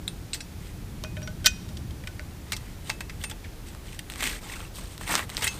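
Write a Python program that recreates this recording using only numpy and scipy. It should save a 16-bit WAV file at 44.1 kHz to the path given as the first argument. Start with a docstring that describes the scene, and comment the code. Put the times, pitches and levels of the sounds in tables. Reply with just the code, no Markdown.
"""On the bare floor of a wood, over a low outdoor rumble and soft hiss, a trowel blade ticks a few metres away.
After a light brush of the litter a small steel pan ticks and clanks: chattering contacts drive its ringing modes.
The blade then taps and is drawn through dry soil and leaf crumbs in gritty strokes made of random breaks.
Later twigs and small stones snap under it, as short noise bursts with a crumbling tail.
From the first tick on, the ground, the kneeling body and the trees return a faint echo of decaying noise."""
import sys
import numpy as np
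from scipy import signal
from scipy.fft import rfft, irfft, next_fast_len
from scipy.io import wavfile

SR = 44100
rng = np.random.default_rng(int(sys.argv[2]) if len(sys.argv) > 2 else 0)


def output_pcm(signal):
    """Save a mono or channel-first signal as 16-bit PCM at the path in sys.argv[1].

    Samples are clipped to [-1, 1] before scaling.
    """
    pcm = np.clip(np.atleast_2d(signal).T, -1, 1) * 32767
    wavfile.write(sys.argv[1], SR, np.round(pcm).astype(np.int16))


N = 246519

# Spectrum of the outdoor rumble: (frequency [Hz], relative level [dB])
RUMBLE_SPECTRUM = [(13, -37), (22, -4), (82, 0.5), (99, -1.5), (140, -8), (184, -6.5), (221, -14),
                   (336, -19.5), (420, -29), (550, -56), (920, -120)]
# Swell of the rumble's upper part, before a fixed trim: (time [s], level [dB])
RUMBLE_SWELL = [(0.0, -39.5), (0.15, -41), (0.43, -44.5), (1.2, -36), (1.62, -39.5), (1.82, -36),
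                (2.12, -42.5), (3.3, -42.5), (3.38, -44.5), (4.95, -44.5), (5.43, -42.5), (5.59, -42.5)]
# Spectrum of the soft hiss: (frequency [Hz], relative level [dB])
HISS_SPECTRUM = [(180, -10.5), (300, 0), (511, -6), (614, -9), (842, -9), (978, -12), (2440, -15),
                 (2880, -17), (3240, -16.5), (4520, -18), (5430, -19), (14700, -23.5), (16000, -28)]
# Body, mid, upper and top bands of every contact: (low edge [Hz], high edge [Hz])
BANDS_HZ = [(380, 1200), (1200, 3000), (3000, 6500), (6500, 15500)]
# Broad colour of dry contacts: (centre [Hz], width [Hz], boost or dip [dB])
CONTACT_COLOUR = [(1900, 1300, 19), (4060, 4300, 11.5), (8560, 2100, 12), (9800, 1200, -4.5),
                  (13300, 7800, 6)]
# In the event tables level is that of the mid band, before the layer's gain;
# body, brightness and top sparkle are relative to it.
# Taps and short rasps of the blade: (time [s], level [dB], body [dB], brightness [dB], top sparkle [dB],
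# contact [s], ring trim [dB], frequency favoured by the struck spot [Hz])
BLADE_TAPS = [(.078, -39, -9, 11.5, 3, 0.0016, 1, 4010), (.332, -42.5, -14, 14, 7, 0.0033, 5, 8395),
              (.34, -39, -17, 5, 2, 0.012, -14, 7730), (.4046, -42, -16, 4, -2, 0.0036, 7, 5658),
              (2.5203, -31.5, -9, 1.5, -3, .0038, -26, 2230), (2.529, -31, -6, 1, -9, 0.0058, 3, 2230),
              (2.5647, -49.5, -17, 11.5, 7, 0.0052, -24, 4320),
              (2.8945, -32.5, -1, -3, -5.5, 0.0092, -17, 2615),
              (2.8999, -30, -11, -1, -25, 0.00044, -13.5, 870),
              (3.0057, -34, -6, -5.5, -8.5, 0.0051, -12, 2615),
              (3.095, -38.5, -14, -4.5, -15, 0.0082, -31, 2615),
              (3.2375, -34, -8, -1, -1.5, 0.0046, -10, 8807), (3.243, -39, -34, -18, -9, 0.0019, 18, 2615),
              (3.297, -44.5, -10, 1, 3.5, 0.0093, -31, 8395), (3.312, -41, -1, 1.5, -10, 0.0035, -9, 3450),
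              (3.4407, -43, -13, -8, -21, 0.018, -37, 2230),
              (3.9905, -38.5, -24, -0.5, -2, 0.0036, -42, 2230),
              (5.4195, -27, -6, -2, -7, 0.021, -31, 2615), (5.4415, -30.5, -27, 0, 3, 0.0056, -8, 3450),
              (5.469, -25, -21, -16, -9, 0.0033, -8, 2615), (5.475, -29.5, -15, 3, -3, 0.0037, -7, 6383)]
# Modes of the free blade: (frequency [Hz], strength [dB], undamped t60 [s])
BLADE_MODES = [(870, -5.5, 0.089), (1310, -37, 0.017), (1620, 6.5, 0.049), (1716, -6, 0.19),
               (2070, -42, 0.078), (2230, 12, 0.021), (2615, -7, 0.33), (2720, 6.5, 0.039),
               (3450, 4, 0.0099), (4010, 6, 0.017), (4320, -17, 0.18), (4590, -7, 0.18), (5160, -4, 0.083),
               (5658, -25, 0.18), (5900, -9, 0.11), (6383, -20, 0.25), (7120, 0.5, 0.047), (7730, 5, 0.041),
               (8010, -15, 0.066), (8395, 2.5, 0.056), (8807, -10, 0.21), (9800, 0.5, 0.066)]
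# Strokes through the litter, light brushes at first, then digging:
# (start [s], push [s], ease-off [s], peak level [dB], body [dB], brightness [dB])
STROKES = [(.61, 0.057, .05, -55, -10, -4), (2.47, .03, 0.25, -56, -5, -4.5),
           (2.86, 0.022, 0.069, -49.5, -12, -1.5), (3.205, 0.029, .02, -51, -11, 0),
           (3.661, 0.017, 0.06, -54.5, -14, -2.5), (3.86, 0.1, 0.0092, -56, -14, 0.5),
           (4.09, 0.057, 0.12, -50.5, -4.5, -5), (4.194, 0.049, 0.15, -34.5, -7.5, -3),
           (4.428, 0.11, 0.14, -46, -2.5, -2), (4.752, 0.0085, .12, -50.5, -1, 2.5),
           (4.9, .025, 0.038, -55, -7, 1), (5.01, 0.0088, 0.053, -46, -6, -1),
           (5.073, 0.056, 0.12, -29.5, -4, -4.5), (5.3, 0.038, 0.039, -47.5, -1.5, -4.5),
           (5.375, 0.093, 0.044, -39.5, -7.5, -1.5), (5.495, 0.017, 0.15, -48.5, 0.5, 0.5)]
# Knocks on the pan: (time [s], level [dB], body [dB], brightness [dB], top sparkle [dB],
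# contact [s], ring trim [dB], frequency favoured by the struck spot [Hz])
PAN_KNOCKS = [(1.0376, -46, 9, 10, 0.5, 0.0023, -9, 2502), (1.047, -38.5, -3, -16, -25, 0.0014, -2, 2502),
              (1.1675, -38, -2.5, -12, -22, 0.0051, -6, 1830),
              (1.217, -45, 0.5, -7, -11, 0.0061, -11, 4640), (1.228, -49, -6, 9, -10, 0.0028, 10, 5740),
              (1.2737, -36.5, .5, -5, -19, 0.0043, -7, 1503),
              (1.443, -29.5, -7.5, -6, -14, 0.0066, -1, 1503), (1.452, -35, -18, 3, -7, 0.0091, -22, 5740),
              (1.459, -17.5, -24, 8.5, 0.5, 0.0074, 0, 6180), (1.469, -21, -24, 4.5, 1, 0.00097, -8, 2502),
              (1.6877, -51.5, 2, 2.5, -4, 0.007, -16, 3892), (1.7695, -50.5, -15, 9, -1, 0.0066, -14, 3195),
              (1.9067, -52, -6, 2.5, -9, .0052, -15, 3765),
              (2.0364, -44.5, -6, -12, -17, 0.0053, -23, 1830),
              (2.0718, -35, -13, -5, -11.5, 0.0056, -13, 1503),
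              (2.194, -36, -7, -9.5, -33, 0.0018, -15, 1503)]
# Modes of the free pan: (frequency [Hz], strength [dB], undamped t60 [s])
PAN_MODES = [(620, 2, .15), (1503, 2, .13), (2497, -7, .38), (5740, -1, .17), (1830, -8, .03),
             (1925, -15, .16), (2029, -4, .04), (3195, 0, .045), (3765, -5, .05), (3892, -14, .12),
             (3990, -3, .04), (4640, -8, .07), (5058, -2, .04), (5233, -15, .14), (5930, -10, .12),
             (6040, -21, .25), (6150, -19, .22), (6385, -16, .22), (6972, -5, .1), (7705, -4, .07),
             (8484, -9, .1)]
# Twigs and stones giving way: (time [s], level [dB], body [dB], brightness [dB])
SNAPS = [(3.685, -52.5, -14, 3), (3.749, -52, 6.5, 0.5), (4.0997, -39, -10, 0.5), (4.121, -42, -15, -3),
         (4.1373, -45, -11, 1), (4.1582, -43, -1, -1), (4.207, -35.5, -7, -0.5), (4.225, -28, -2, -20),
         (4.24, -28, -12, -5.5), (4.274, -31, -23, -6), (4.979, -46, -3, 2.5), (5.011, -42.5, 5.5, -8),
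         (5.14, -29, 4, -21), (5.1534, -24.5, -1, 4.5), (5.193, -29.5, 2, -28), (5.294, -41, -1.5, -7),
         (5.3003, -40.5, -14, 1), (5.348, -42.5, -2, -2), (5.3687, -38.5, -13, 12.5), (5.378, -35, -5, -16)]

DEEP_DB, DEEP_EDGE_HZ = -44, 51   # the rumble's deepest part stays steady
UPPER_TRIM_DB, HISS_DB = 1.44, -49
TOUCH_S, LIFT_S = 0.021, 0.0069   # the blade meets and leaves the ground
LIGHT_TOUCH_DB = -73   # a blade that barely rests on the litter
STROKE_SWELL, STROKE_SAG = 0.21, 0.44   # share of the dB between light touch and peak that it rises, then falls
STROKE_ROUNDING = 1.32   # above 1 the pressure lingers near its peak
CUTOFF_HZ = 15350


def from_db(db):
    """Decibels to gain."""
    return 10 ** (np.asarray(db) / 20)


def rms_one(x):
    """Scale to rms 1."""
    return x / np.sqrt(np.mean(x ** 2) + 1e-20)


def add(track, s, sound):
    """Mix a sound in at s seconds."""
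    start = round(s * SR)
    track[start:start + len(sound)] += sound[:N - start]


def band(x, edges_hz, order=3):
    """Causal band-pass."""
    return signal.sosfilt(signal.butter(order, edges_hz, "band", fs=SR, output="sos"), x + 1e-18)


def steady_noise(spectrum):
    """Noise of a given spectrum, rms 1."""
    hz, db = np.transpose(spectrum)
    size = next_fast_len(N)
    log_hz = np.log(np.fft.rfftfreq(size, 1 / SR) + 1e-3)
    gain = from_db(np.interp(log_hz, np.log(hz), db, left=-200, right=-200))
    return rms_one(irfft(rfft(rng.standard_normal(size)) * gain, size)[:N])


def rumble_part(side):
    """Rumble noise on one side ("low" or "high") of the deep edge, rms 1."""
    split = signal.butter(4, DEEP_EDGE_HZ, side, fs=SR, output="sos")
    return rms_one(signal.sosfilt(split, steady_noise(RUMBLE_SPECTRUM)))


def outdoors():
    """A steady deep rumble, a swelling layer just above it, and a soft hiss, each of shaped noise."""
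    time_s, swell_db = np.transpose(RUMBLE_SWELL)
    upper_db = np.interp(np.arange(N) / SR, time_s, swell_db) + UPPER_TRIM_DB
    rumble = from_db(DEEP_DB) * rumble_part("low") + from_db(upper_db) * rumble_part("high")
    return rumble + from_db(HISS_DB) * steady_noise(HISS_SPECTRUM)


def coloured(x):
    """The broad peaks and dips of a dry contact, in series."""
    for hz, width_hz, db in CONTACT_COLOUR:
        w, g = 2 * np.pi * hz / SR, from_db(db / 2)
        a = np.tan(np.pi * width_hz / SR)
        zeros = [1 + a * g, -2 * np.cos(w), 1 - a * g]
        poles = [1 + a / g, -2 * np.cos(w), 1 - a / g]
        x = signal.lfilter(zeros, poles, x)
    return x


def band_gains(level_db, body_db, bright_db, top_db):
    """Gains of the low, mid, upper and top bands; body, brightness and top are relative to the mid band."""
    return [from_db(level_db + db) for db in (body_db, 0, bright_db, top_db)]


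def voiced(sound, gains):
    """Hardness and place of a contact set each band's energy in its first 30 ms (as if spread over 10 ms)."""
    head, spread = round(.03 * SR), .01 * SR
    voice = 0
    for gain, edges in zip(gains, BANDS_HZ):
        part = band(sound, edges)
        voice = voice + gain * part * np.sqrt(spread / np.sum(part[:head] ** 2))
    return voice


def ring(force, hz, t60):
    """One mode: a unit click leaves a dying sine of height 1."""
    r, w = from_db(-60 / (t60 * SR)), 2 * np.pi * hz / SR
    return signal.lfilter([0, np.sin(w)], [1, -2 * r * np.cos(w), r * r], force + 1e-18)


def strikes(events, modes, ring_db, spot_db, spot_octaves, release, damping_db):
    """Steel chatters for a few ms and drives the modes, most of all those that swing at the struck spot."""
    out, t = np.zeros(N), np.arange(SR // 2) / SR
    hz, mode_db, t60 = np.transpose(modes)
    for s, level_db, *tone_db, contact_s, own_ring_db, spot_hz in events:
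        chatter = rng.standard_normal(len(t)) * from_db(2 * rng.standard_normal(len(t)))
        age = t / max(contact_s, 1e-4)
        envelope = (1 - np.exp(-12 * age)) * np.exp(-age ** release)   # a long rasp also starts more softly
        chatter = coloured(chatter * envelope)

        favoured = np.exp(-(np.log2(hz / spot_hz) / spot_octaves) ** 2)
        strength_db = mode_db + spot_db * favoured + rng.standard_normal(len(hz))
        strengths = from_db(strength_db) * np.sqrt(t60)
        # a heavy blow presses the parts together and chokes the ring
        lives = t60 / (1 + from_db(level_db - damping_db))
        steel = sum(g * rms_one(ring(chatter, f, life)) for g, f, life in zip(strengths, hz, lives))

        contact = rms_one(chatter) + from_db(ring_db + own_ring_db) * rms_one(steel)
        add(out, s, voiced(contact, band_gains(level_db, *tone_db)))
    return out


def blade_taps():
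    """Taps and short rasps of the trowel blade, ringing in its own modes."""
    return strikes(BLADE_TAPS, BLADE_MODES, ring_db=7.0, spot_db=17.5, spot_octaves=0.035,
                   release=0.99, damping_db=-24)


def wood_echo(x, t60, top_hz, near_t60, near_db):
    """Ground and kneeling body scatter the sound within ms; the trunks send back a thin, duller tail."""
    t = np.arange(SR) / SR
    trunks = from_db(-60 * t / t60)
    near = from_db(near_db - 60 * t / near_t60)
    tail = rng.standard_normal(SR) * (trunks + near) * (t > .004)
    echoes = band(tail, [500, top_hz], order=2)
    return signal.fftconvolve(x, echoes / np.sqrt(np.sum(echoes ** 2)))[:N]


def drift(rate):
    """Smooth chance with spread 1 and about `rate` turns a second."""
    knots = rng.standard_normal(8192)
    return rms_one(np.interp(np.arange(N) / SR * rate, np.arange(len(knots)), knots))


def breaks(per_s, size_db):
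    """Random clicks, scaled to be equally strong on average at any rate; size_db sets how sizes vary."""
    sizes = from_db(size_db * np.minimum(rng.exponential(1, N), 3)) * rng.choice([-1, 1], N)
    happens = rng.random(N) < per_s / SR
    return rms_one(happens * sizes / np.sqrt(per_s))


def crumbs(per_s, count=42):
    """Coarse bits of leaf and grit tick at own pitches; alike bits lie in clumps, so each pitch comes and goes."""
    cycles, clumps_per_s, clump_db = 30, 28, 3.8   # a tick's t60 lasts this many cycles
    clicks, dealt = breaks(per_s, size_db=6.5), rng.integers(0, count, N)
    ticks = np.zeros(N)
    for k, hz in enumerate(np.geomspace(430, 13000, count)):
        clumping = from_db(clump_db * drift(clumps_per_s))
        ticks += ring(clicks * (dealt == k), hz, cycles / hz) * np.sqrt(hz) * clumping
    return rms_one(coloured(ticks))


def stroke_gains(top_db, top_follows):
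    """Band gains as strokes touch down, swell, sag and lift off: light brushes stay even, hard digs peak."""
    power, t = np.zeros((len(BANDS_HZ), N)), np.arange(N) / SR
    for start, push_s, ease_s, peak_db, body_db, bright_db in STROKES:
        peak, end = start + push_s, start + push_s + ease_s
        slack = np.interp(t, [start, peak, end], [1, 0, 1]) ** STROKE_ROUNDING
        slack = slack * np.where(t < peak, STROKE_SWELL, STROKE_SAG)
        pressure = from_db(slack * (LIGHT_TOUCH_DB - peak_db))
        touching = np.interp(t, [start - TOUCH_S, start, end, end + LIFT_S], [0, 1, 1, 0])
        # the top follows the brightness
        gains = band_gains(peak_db, body_db, bright_db, top_db + top_follows * bright_db)
        power += np.outer(gains, pressure * touching) ** 2
    return np.sqrt(power)


def scrape(grains_per_s, crumbs_per_s, slip_rate, slip_db, blade_db, thud_db, cracks_per_s, crack_db):
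    """Soil breaks in clumps as the blade sticks and slips; harder strokes break more, and the steel rings faintly."""
    gains = stroke_gains(top_db=-1.5, top_follows=1.0)
    force = gains[1]
    effort = (force / force.max() + .02) ** .25
    slipping = from_db(slip_db * drift(slip_rate))
    fine = rms_one(coloured(breaks(grains_per_s * effort, size_db=-4.0) * slipping))
    coarse = rms_one(crumbs(crumbs_per_s * effort) * slipping)

    steel = np.zeros(N)
    for hz, db, t60 in BLADE_MODES:
        steel += from_db(db + 2 * drift(4.5)) * ring(fine, hz, t60 / 2)   # soil damps the blade

    cracks = rms_one(coloured(breaks(cracks_per_s * effort, size_db=0.0)))   # whole dry leaves split
    sound = fine + coarse + from_db(crack_db) * cracks + from_db(blade_db) * rms_one(steel)
    # the packed earth gives a little
    thud = force * from_db(thud_db) * rms_one(band(fine, [170, 400], order=2))
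    return thud + sum(gain * rms_one(band(sound, edges)) for gain, edges in zip(gains, BANDS_HZ))


def pan_knocks():
    """Ticks and clanks of the small steel pan, ringing in its own modes."""
    return strikes(PAN_KNOCKS, PAN_MODES, ring_db=2.5, spot_db=11, spot_octaves=.025,
                   release=1.4, damping_db=-23)


def snaps(crack_s, crumble_s, crumble_db, top_db, top_follows):
    """Twigs and stones: a brittle crack, decaying well within a millisecond, trailed by crumbs."""
    out, t = np.zeros(N), np.arange(SR // 20) / SR
    for s, level_db, body_db, bright_db in SNAPS:
        # the top follows the brightness
        gains = band_gains(level_db, body_db, bright_db, top_db + top_follows * bright_db)
        shape = np.exp(-t / crack_s) + from_db(crumble_db) * np.exp(-t / crumble_s)
        add(out, s, voiced(coloured(shape * rng.standard_normal(len(t))), gains))
    return out


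def scene():
    """Handling and digging among the trees, over rumble and hiss."""
    air = outdoors()
    blade = from_db(0.73) * blade_taps()
    soil = from_db(3.3) * scrape(grains_per_s=14000, crumbs_per_s=4600, slip_rate=170, slip_db=1.8,
                                 blade_db=-12, thud_db=-10.0, cracks_per_s=260, crack_db=-11.5)
    pan = from_db(-.3) * pan_knocks()
    twigs = from_db(-1.5) * snaps(crack_s=0.00025, crumble_s=0.0081, crumble_db=-21.5,
                                  top_db=-2.5, top_follows=0.29)
    work = blade + soil + pan + twigs
    echo = from_db(-17.0) * wood_echo(work, t60=0.74, top_hz=8750, near_t60=0.065, near_db=25.5)
    return (work + echo + air)[None]


def record(dry, ceiling=0.49):
    """At the microphone the highest peaks are rounded and the top is cut."""
    top_cut = signal.ellip(10, .3, 80, CUTOFF_HZ, fs=SR, output="sos")
    return signal.sosfilt(top_cut, ceiling * np.tanh(dry / ceiling))


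dry = scene()
out = record(dry)
output_pcm(out)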